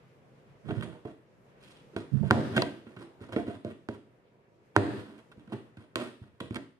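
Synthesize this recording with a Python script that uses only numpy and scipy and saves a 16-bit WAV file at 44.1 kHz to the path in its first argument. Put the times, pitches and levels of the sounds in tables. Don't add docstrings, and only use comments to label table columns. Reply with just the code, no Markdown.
import sys
import numpy as np
from scipy import signal
from scipy.fft import rfft, irfft, next_fast_len
from scipy.io import wavfile
from scipy.ndimage import uniform_filter1d, minimum_filter1d

SR = 44100
rng = np.random.default_rng(int(sys.argv[2]) if len(sys.argv) > 2 else 0)


def put_to_file(sound):
    columns = np.atleast_2d(sound).T
    safe = np.clip(columns, -1, 1)
    whole_steps = np.round(safe * 32767)
    wavfile.write(sys.argv[1], SR, whole_steps.astype(np.int16))


N = 299459
TIME = np.arange(N) / SR

# [t/s, force/dB, push length/ms, steel tick against the force/dB,
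# depth in favour of the low modes/dB per octave]
POPS = [(1.051, -23.5, 1.25, -27, 0.5), (1.964, -15.5, 1.34, -15.5, 3.5), (2.229, -18.5, 1.38, -28.5, 1.5),
        (2.3094, 11, 0.9, -6, 3), (2.6214, -15.5, 0.77, -16, 0.5), (2.721, -24.5, 4.7, -35, -17),
        (2.866, -28, 3, -37, 0), (2.965, -28, 3.2, -16.5, 7), (3.211, -26.5, 3, -45, 1.5),
        (3.292, -31.5, 1.7, -17, 4), (3.335, -31, 4.2, -37, 7), (3.3627, -11.5, 1.68, -28, -1),
        (3.479, -20.5, 2, -22, 0), (3.648, -14, 1.73, -21, 0), (3.8876, -19, 1.7, -12.5, -0.5),
        (4.764, 13.5, 1.51, -9, 4), (5.373, -31, 3.6, -26.5, 2), (5.475, -28.5, 5.1, -25.5, 2),
        (5.522, -26, 0.87, -16, 4.5), (5.538, -28, 3.9, -30, 8.5), (5.77, -24.5, 4.7, -23.5, 3.5),
        (5.9574, -19, 0.93, 4.5, -1.5), (6.215, -29.5, 4.9, -29.5, 7), (6.333, -38, 6.4, -35, 2),
        (6.409, -21.5, 1.6, -25, -0.5), (6.508, -16, 3.5, -29, 0.5), (6.57, -22, 2.63, -34, -6.5)]
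# [f/Hz, relative level/dB]
SNAP_COLOUR = [(50, -55.5), (150, -26.5), (400, -6.5), (700, 1), (1000, 5), (1300, 3.5), (1800, 5.5),
               (2250, -18.5), (3200, -23.5), (6000, -35), (16000, -54)]
# [f/Hz, relative level/dB]
CRUNCH_COLOUR = [(50, -43.5), (150, -22.5), (400, -2), (700, -6), (1000, 0), (1400, 1), (1800, 1),
                 (2300, -9), (3500, -11.5), (6000, -46.5), (16000, -48.5)]
# [f/Hz, relative level/dB]
FRAY_COLOUR = [(200, -30.5), (1500, 2.5), (2500, 9), (3500, 8.5), (4600, 1), (6500, -5), (9500, 1.5),
               (11000, -16), (13000, -12.5), (16000, -32)]
FRAY_DB = -6.5


def undb(db):
    return 10 ** (np.asarray(db) / 20)


def unit(x):
    return x / np.sqrt(np.mean(x ** 2))


def along(points, hz, axis=1):
    rows = np.array(points, float)
    return np.interp(np.log(np.maximum(hz, 1)), np.log(rows[:, 0]), rows[:, axis])


def add(track, s, x):
    i = max(int(s * SR), 0)
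    track[i:i + len(x)] += x[:len(track) - i]


def ring(x, response):
    return signal.fftconvolve(x, response)[:N]


def click(points, size=1024):
    cepstrum = irfft(np.log(undb(along(points, np.fft.rfftfreq(size, 1 / SR)))))
    cepstrum[1:size // 2] *= 2
    cepstrum[size // 2 + 1:] = 0
    x = irfft(np.exp(rfft(cepstrum)))
    return x / np.abs(x).max()


def push(ms):
    width = max(ms * SR / 1000, 4)
    x = np.sin(np.pi * np.arange(int(width) + 1) / width) ** 2
    return x / x.sum()


def waver(per_s):
    knots = np.arange(0, TIME[-1] + 1, 1 / per_s)
    return np.interp(TIME, knots, rng.standard_normal(512)[:len(knots)])


def diffuse(size):
    # [f/Hz, share/0-1]
    likeness = [(60, 0.3), (400, 1), (700, 0), (1300, 0), (16000, 0)]
    hz = np.fft.rfftfreq(size, 1 / SR)
    alike = np.clip(along(likeness, hz), -1, 1)
    mid, side = rfft(rng.standard_normal((2, size)))
    mid = mid * np.sqrt((1 + alike) / 2)
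    side = side * np.sqrt((1 - alike) / 2)
    return np.array([mid + side, mid - side]), hz


def air(swell_db=0.5, flicker_db=2.0, count=10):
    # [f/Hz, relative level/dB per Hz]
    air_colour = [(15, -86), (25, -45.5), (46, -11), (80, -19), (133, -3.5), (173, -10), (237, -12),
                  (293, -14), (485, -10.5), (741, -19.5), (1050, -22.5), (2380, -28), (3730, -38),
                  (12600, -51), (14000, -56)]
    # [t/s, level/dB]
    air_level = [(0, -59.5), (.5, -59), (1.35, -61.5), (1.8, -57), (3, -58), (4.2, -64.5), (4.7, -63.5),
                 (5.5, -60), (6.79, -71.5)]
    size = next_fast_len(N)
    noise, hz = diffuse(size)
    noise = noise * undb(along(air_colour, hz))
    centres = np.geomspace(40, 12000, count)
    murmur = 0
    for own in np.eye(count):
        band = irfft(noise * along(np.c_[centres, own], hz), size)[:, :N]
        murmur = murmur + band * undb(flicker_db * waver(per_s=18))
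    level_db = np.interp(TIME, *np.transpose(air_level)) + swell_db * waver(per_s=12)
    return unit(murmur) * undb(level_db)


def room(x, build_s=0.0027, count=16):
    # [f/Hz, relative level/dB, t60/s]
    reverb = [(78, -4.5, 0.48), (196, 6, 0.34), (390, 1, 0.46), (725, -2.5, 0.36), (1610, -11, 0.44),
              (2480, -3.5, 0.44), (4620, -4.5, 0.54), (9070, -6.5, 0.35), (14830, -13, 1)]
    noise, hz = diffuse(SR)
    t = TIME[:SR]
    centres = np.geomspace(60, 15000, count)
    tail = 0
    for f, own in zip(centres, np.eye(count)):
        band = irfft(noise * along(np.c_[centres, own], hz), SR)
        fade = undb(-60 * t / along(reverb, f, axis=2)) * (1 - np.exp(-t / build_s))
        tail = tail + undb(along(reverb, f)) * band * fade / np.linalg.norm(fade)
    return np.array([ring(x, side) for side in tail])


def near_echoes(x, reach_ms=2.6, echo_db=-12, above_hz=1500, count=8):
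    taps = np.zeros(SR // 50)
    at = np.minimum(rng.uniform(0.076, 1, count) * reach_ms * SR / 1000, len(taps) - 1).astype(int)
    taps[at] = undb(echo_db) * rng.choice([-1, 1], count)
    treble_only = signal.butter(2, above_hz, "high", fs=SR, output="sos")
    return x + ring(x, signal.sosfilt(treble_only, taps))


def ports(x, left_db):
    lag = 8
    return np.array([undb(left_db) * np.pad(x, (lag, 0))[:N], x])


def port_ring(x):
    cavity_hz, cavity_q, cavity_db = 4600, 1.6, -5.5
    cavity = signal.lfilter(*signal.iirpeak(cavity_hz, cavity_q, fs=SR), x[0])
    return np.array([x[0] + undb(cavity_db) * cavity, x[1]])


def slips(length, per_s, jitter, scatter_db, count=512):
    gap, size, side = rng.standard_normal((3, count))
    at = np.cumsum(np.exp(jitter * gap)) / per_s
    keep = at < length
    swell = np.abs(np.sin(np.pi * at / length)) ** .5
    pulses = np.sign(side) * undb(scatter_db * size) * swell
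    x = np.zeros(int(length * SR) + 1)
    x[(at[keep] * SR).astype(int)] = pulses[keep]
    return x


def cloth(scatter_db, depth_db=0):
    # [f/Hz, relative level/dB, t60/s]
    modes = [(103.5, -10, 0.1), (115.3, -5, 0.11), (157, -14.5, 0.11), (206.5, -6, 0.081),
             (242, -5.5, 0.06), (264, 3, 0.054), (311.8, 0, 0.11), (382.6, -1, 0.11), (414, -8, 0.029),
             (475, -6.5, 0.12), (605.5, -3.5, 0.15), (658.8, -4, 0.17), (790, -5.5, 0.019), (975, -1, 0.13)]
    ready_db, mid_mode_hz = 2.5, 326
    detune, bend_depth, bend_s = 0.022, 0.062, 0.045
    t = TIME[:SR // 7]
    spot, lobe, tension, bend = rng.standard_normal((4, len(modes)))
    settling = bend_depth * bend_s * (1 - np.exp(-t / bend_s))
    weight_db = scatter_db * spot + depth_db * np.log2(mid_mode_hz / np.array(modes)[:, 0])
    x = np.zeros(len(t))
    for (hz, db, t60), w, sign, d, b in zip(modes, weight_db, np.sign(lobe), tension, bend):
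        cycles = hz * ((1 + detune * d) * t + b * settling)
        x += sign * undb(db + w) * np.cos(2 * np.pi * cycles) * undb(-60 * t / t60)
    return undb(ready_db) * x / sum(undb(db) for _, db, _ in modes)


def rubbing(grit_per_s=600, jitter=.93):
    # [t/s, relative level/dB]
    strokes = [
        [(0.635, -79), (0.668, -41), (0.722, -34.5), (0.76, -58), (0.78, -29), (0.82, -40.5), (1.0, -86)],
        [(2.115, -51), (2.132, -26), (2.152, -19.5), (2.192, -34), (2.212, -24), (2.282, -30), (2.3, -57)],
    ]
    # [f/Hz, width/Hz, relative level/dB]
    body_peaks = [(125.7, 37, -1.5), (180, 49, -6.5), (214, 210, -19)]
    rumble_db, grit_db = 2.5, -53.5
    hz = np.fft.rfftfreq(N, 1 / SR)
    body = sum(undb(db) / (1 + ((hz - f) / width) ** 2) ** 2 for f, width, db in body_peaks)
    judder = irfft(rfft(rng.standard_normal(N)) * body, N)
    judder = judder / np.sqrt(uniform_filter1d(judder ** 2, SR // 25))
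    pressure, grit = np.zeros((2, N))
    for curve in strokes:
        s, db = np.transpose(curve)
        pressure += np.interp(TIME, s, undb(db), left=0, right=0)
        add(grit, s[0], undb(grit_db) * slips(s[-1] - s[0], grit_per_s, jitter, scatter_db=-6.0))
    return undb(rumble_db) * pressure * judder + ring(grit, click(SNAP_COLOUR))


def touches():
    train = undb(-53.5) * slips(TIME[-1], per_s=23, jitter=0.42, scatter_db=1.5)
    return ring(ring(train, push(ms=0.76)), cloth(scatter_db=2.0))


def beads():
    # [t/s, f/Hz, starting level/dB, t60/s]
    clinks = [(2.6206, 4240, -13.5, 0.0026), (4.764, 5710, 3, 0.0017)]
    out, t = np.zeros(N), TIME[:SR // 20]
    for s, hz, db, t60 in clinks:
        add(out, s, undb(db - 60 * t / t60) * np.sin(2 * np.pi * hz * t))
    return out


def catches():
    # [t/s, fading time/ms, level/dB, brightness/dB]
    caught = [(0.69, 5, -28.5, -18), (0.707, 3.8, -25.5, -28), (0.8098, 1.2, -28, 2), (0.824, 4.8, -25, -3),
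              (1.964, 6.9, -28, 6), (2.566, 3.5, -14.5, -14.5), (2.578, 3, -12, -15),
              (2.622, 2.4, -13.5, -6), (2.868, 7.2, -38.5, -13), (2.968, 5.9, -32, -16),
              (3.329, 4.4, -26, -10), (3.3623, 4, -20.5, -12), (5.316, 8.7, -36, -0.5),
              (5.477, 2.1, -44, -7), (5.771, 4.4, -38, -6), (5.957, 1.2, -27.5, 15), (6.404, 2.3, -27, 2.5),
              (6.508, 1.7, -33, -3), (6.5449, 1.1, -30, 8), (6.5567, 5.5, -24, 5.5),
              (6.567, 2.2, -22.5, -5)]
    out, t = np.zeros(N), TIME[:SR // 30]
    crunch, fray = click(CRUNCH_COLOUR), click(FRAY_COLOUR)
    for s, ms, db, bright_db in caught:
        fade = np.exp(-1000 * t / ms)
        coarse, fine = undb(db) * rng.standard_normal((2, len(t))) * fade / np.linalg.norm(fade)
        fraying = undb(FRAY_DB + bright_db) * np.convolve(fine, fray)
        add(out, s, np.convolve(coarse, crunch) + fraying)
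    return out


def grip(train, swell_db, count=64):
    grip_db, grip_per_s = 3, 82
    t = TIME[:len(train)]
    lumps = np.interp(t * grip_per_s, np.arange(count), rng.standard_normal(count))
    return train * undb(swell_db * np.linspace(-.5, .5, len(t)) + grip_db * lumps)


def drags():
    length_s, against_force_db, limit_db, swell_db = 0.081, -31, -48, -7
    rows = []
    for s, force_db, *_ in POPS:
        rows.append((s, length_s, min(force_db + against_force_db, limit_db), 0, swell_db))
    return rows


def thread():
    # [t/s, length/s, one slip's level/dB, brightness/dB, swell from start to end/dB]
    pulls = [(0.683, 0.04, -41, -6, -7), (0.646, 0.26, -49.5, 0, -3), (0.826, 0.023, -42, 4.5, -10),
             (0.838, 0.17, -54.5, -3, -8.5), (1.052, 0.011, -44, -5.5, -3), (1.6, 0.24, -62, 11, -10),
             (1.927, 0.023, -55.5, -6, 5), (1.966, 0.051, -48.5, 6, -3), (2.117, 0.13, -58, 7, -3),
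             (2.254, 0.028, -55, 4, 11), (2.303, 0.003, -32, -10, 0), (2.32, 0.082, -36, -19, -11),
             (2.505, 0.066, -37.5, -3.5, 9.5), (2.561, 0.025, -28, 0.5, -11), (2.628, .1, -50.5, -3, 1),
             (2.963, 0.11, -51, 2, -10.5), (3.205, 0.045, -46.5, 1, -5.5), (3.282, 0.02, -50, -0.5, -3),
             (3.32, 0.024, -37.5, 1.5, -4), (3.363, 0.056, -42, -4.5, -6), (3.46, 0.05, -43, -3, 2),
             (3.526, 0.048, -51, 0.5, -2), (4.749, 0.013, -43.5, -3, 9), (4.768, 0.45, -52, 1, -13),
             (4.772, .1, -39, -10.5, -2.5), (5.174, 0.03, -53, 4.5, -1), (5.522, 0.023, -39.5, -1.5, -3),
             (5.959, 0.16, -43.5, 2, -21), (6.401, 0.0073, -31.5, 5.5, 6), (6.556, 0.018, -39.5, -0.5, -2)]
    tug_db = 3.5
    tugs, snaps, ticks = np.zeros((3, N))
    fray = np.exp(-TIME[:SR // 100] / 0.0008)
    for s, length, db, bright_db, swell_db in drags() + pulls:
        train = undb(db) * grip(slips(length, per_s=850, jitter=.55, scatter_db=3.5), swell_db)
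        add(tugs, s, undb(tug_db - bright_db) * signal.fftconvolve(train, cloth(scatter_db=3.0)))
        add(snaps, s, train)
        add(ticks, s, undb(FRAY_DB + bright_db) * train)
    fizz = ring(ticks, fray / np.linalg.norm(fray)) * rng.standard_normal(N)
    rasps = ring(snaps, click(CRUNCH_COLOUR)) + ring(.5 * ticks + 1.033 * fizz, click(FRAY_COLOUR))
    return ring(tugs, push(ms=1.63)), rasps


def tear(spread_ms, fibre_db, count=30):
    x = np.zeros(SR // 40)
    x[0] = 1
    delays = rng.exponential(spread_ms * SR / 1000, count) + SR // 4000
    at = np.minimum(delays, len(x) - 1).astype(int)
    x[at] += undb(fibre_db) * rng.standard_normal(count)
    return x


def hook():
    # [f/Hz, relative level/dB]
    tick_colour = [(200, -22.5), (1500, 12), (2500, 8.5), (3200, 6.5), (4300, 4.5), (5500, -0.5),
                   (7000, -3.5), (9300, -1), (11000, -15), (13000, -12), (16000, -31)]
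    usual_push_ms, snap_db_per_halving = 1.5, 3
    usual_snap_db = -4.5
    tearing_db, snap_growth = -3.5, 0.59
    blunt_below_db, blunt_ms_per_db = -11.5, 0.14
    thumps, snaps, ticks = np.zeros((3, N))
    snap, tick = click(SNAP_COLOUR), click(tick_colour)
    for s, force_db, ms, steel_db, depth_db in POPS:
        quickness = np.log2(usual_push_ms / ms)
        snap_db = force_db + usual_snap_db + snap_db_per_halving * quickness
        snap_db += snap_growth * max(force_db - tearing_db, 0)
        thump = signal.fftconvolve(cloth(scatter_db=0.45, depth_db=depth_db), push(ms))
        add(thumps, s, undb(force_db) * thump)
        fibres = tear(spread_ms=2, fibre_db=-27)
        contact = push(blunt_ms_per_db * max(blunt_below_db - steel_db, 0))
        add(snaps, s, undb(snap_db) * np.convolve(np.convolve(snap, contact), fibres))
        add(ticks, s, -undb(force_db + steel_db) * np.convolve(tick, fibres))
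    return thumps, snaps, ticks


def scene():
    thumps, snaps, ticks = hook()
    tugs, rasps = thread()
    low, clinks, cracks = thumps + tugs + touches(), beads(), catches()
    sharp = ports(snaps + ticks, left_db=-5)
    sharp = sharp + ports(rasps + cracks, left_db=-4.5) + ports(clinks, left_db=-2)
    echoed = np.array([near_echoes(side) for side in port_ring(sharp)])
    direct = undb(5.0) * ports(low, left_db=-4) + echoed
    outward = low + undb(-7.5) * (snaps + clinks) + ticks + undb(6.0) * rasps + undb(-5.5) * cracks
    return direct + undb(-4.0) * room(outward) + ports(rubbing(), left_db=-31) + air()


def limiter(x, ceiling_db, release_db_per_s=85, size=129):
    over = np.maximum(20 * np.log10(np.abs(x).max(axis=0) + 1e-9) - ceiling_db, 0)
    release = release_db_per_s * TIME
    held = np.maximum.accumulate(over + release) - release
    return x * undb(uniform_filter1d(minimum_filter1d(-held, size), size))


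def record(dry):
    x = signal.sosfilt(signal.butter(2, 55, "high", fs=SR, output="sos"), dry)
    x = np.clip(limiter(x, ceiling_db=-1.0), -1, 1)
    top_hz = 13800
    return signal.sosfilt(signal.ellip(8, .2, 70, top_hz, fs=SR, output="sos"), x)


dry = scene()
out = record(dry)
put_to_file(out)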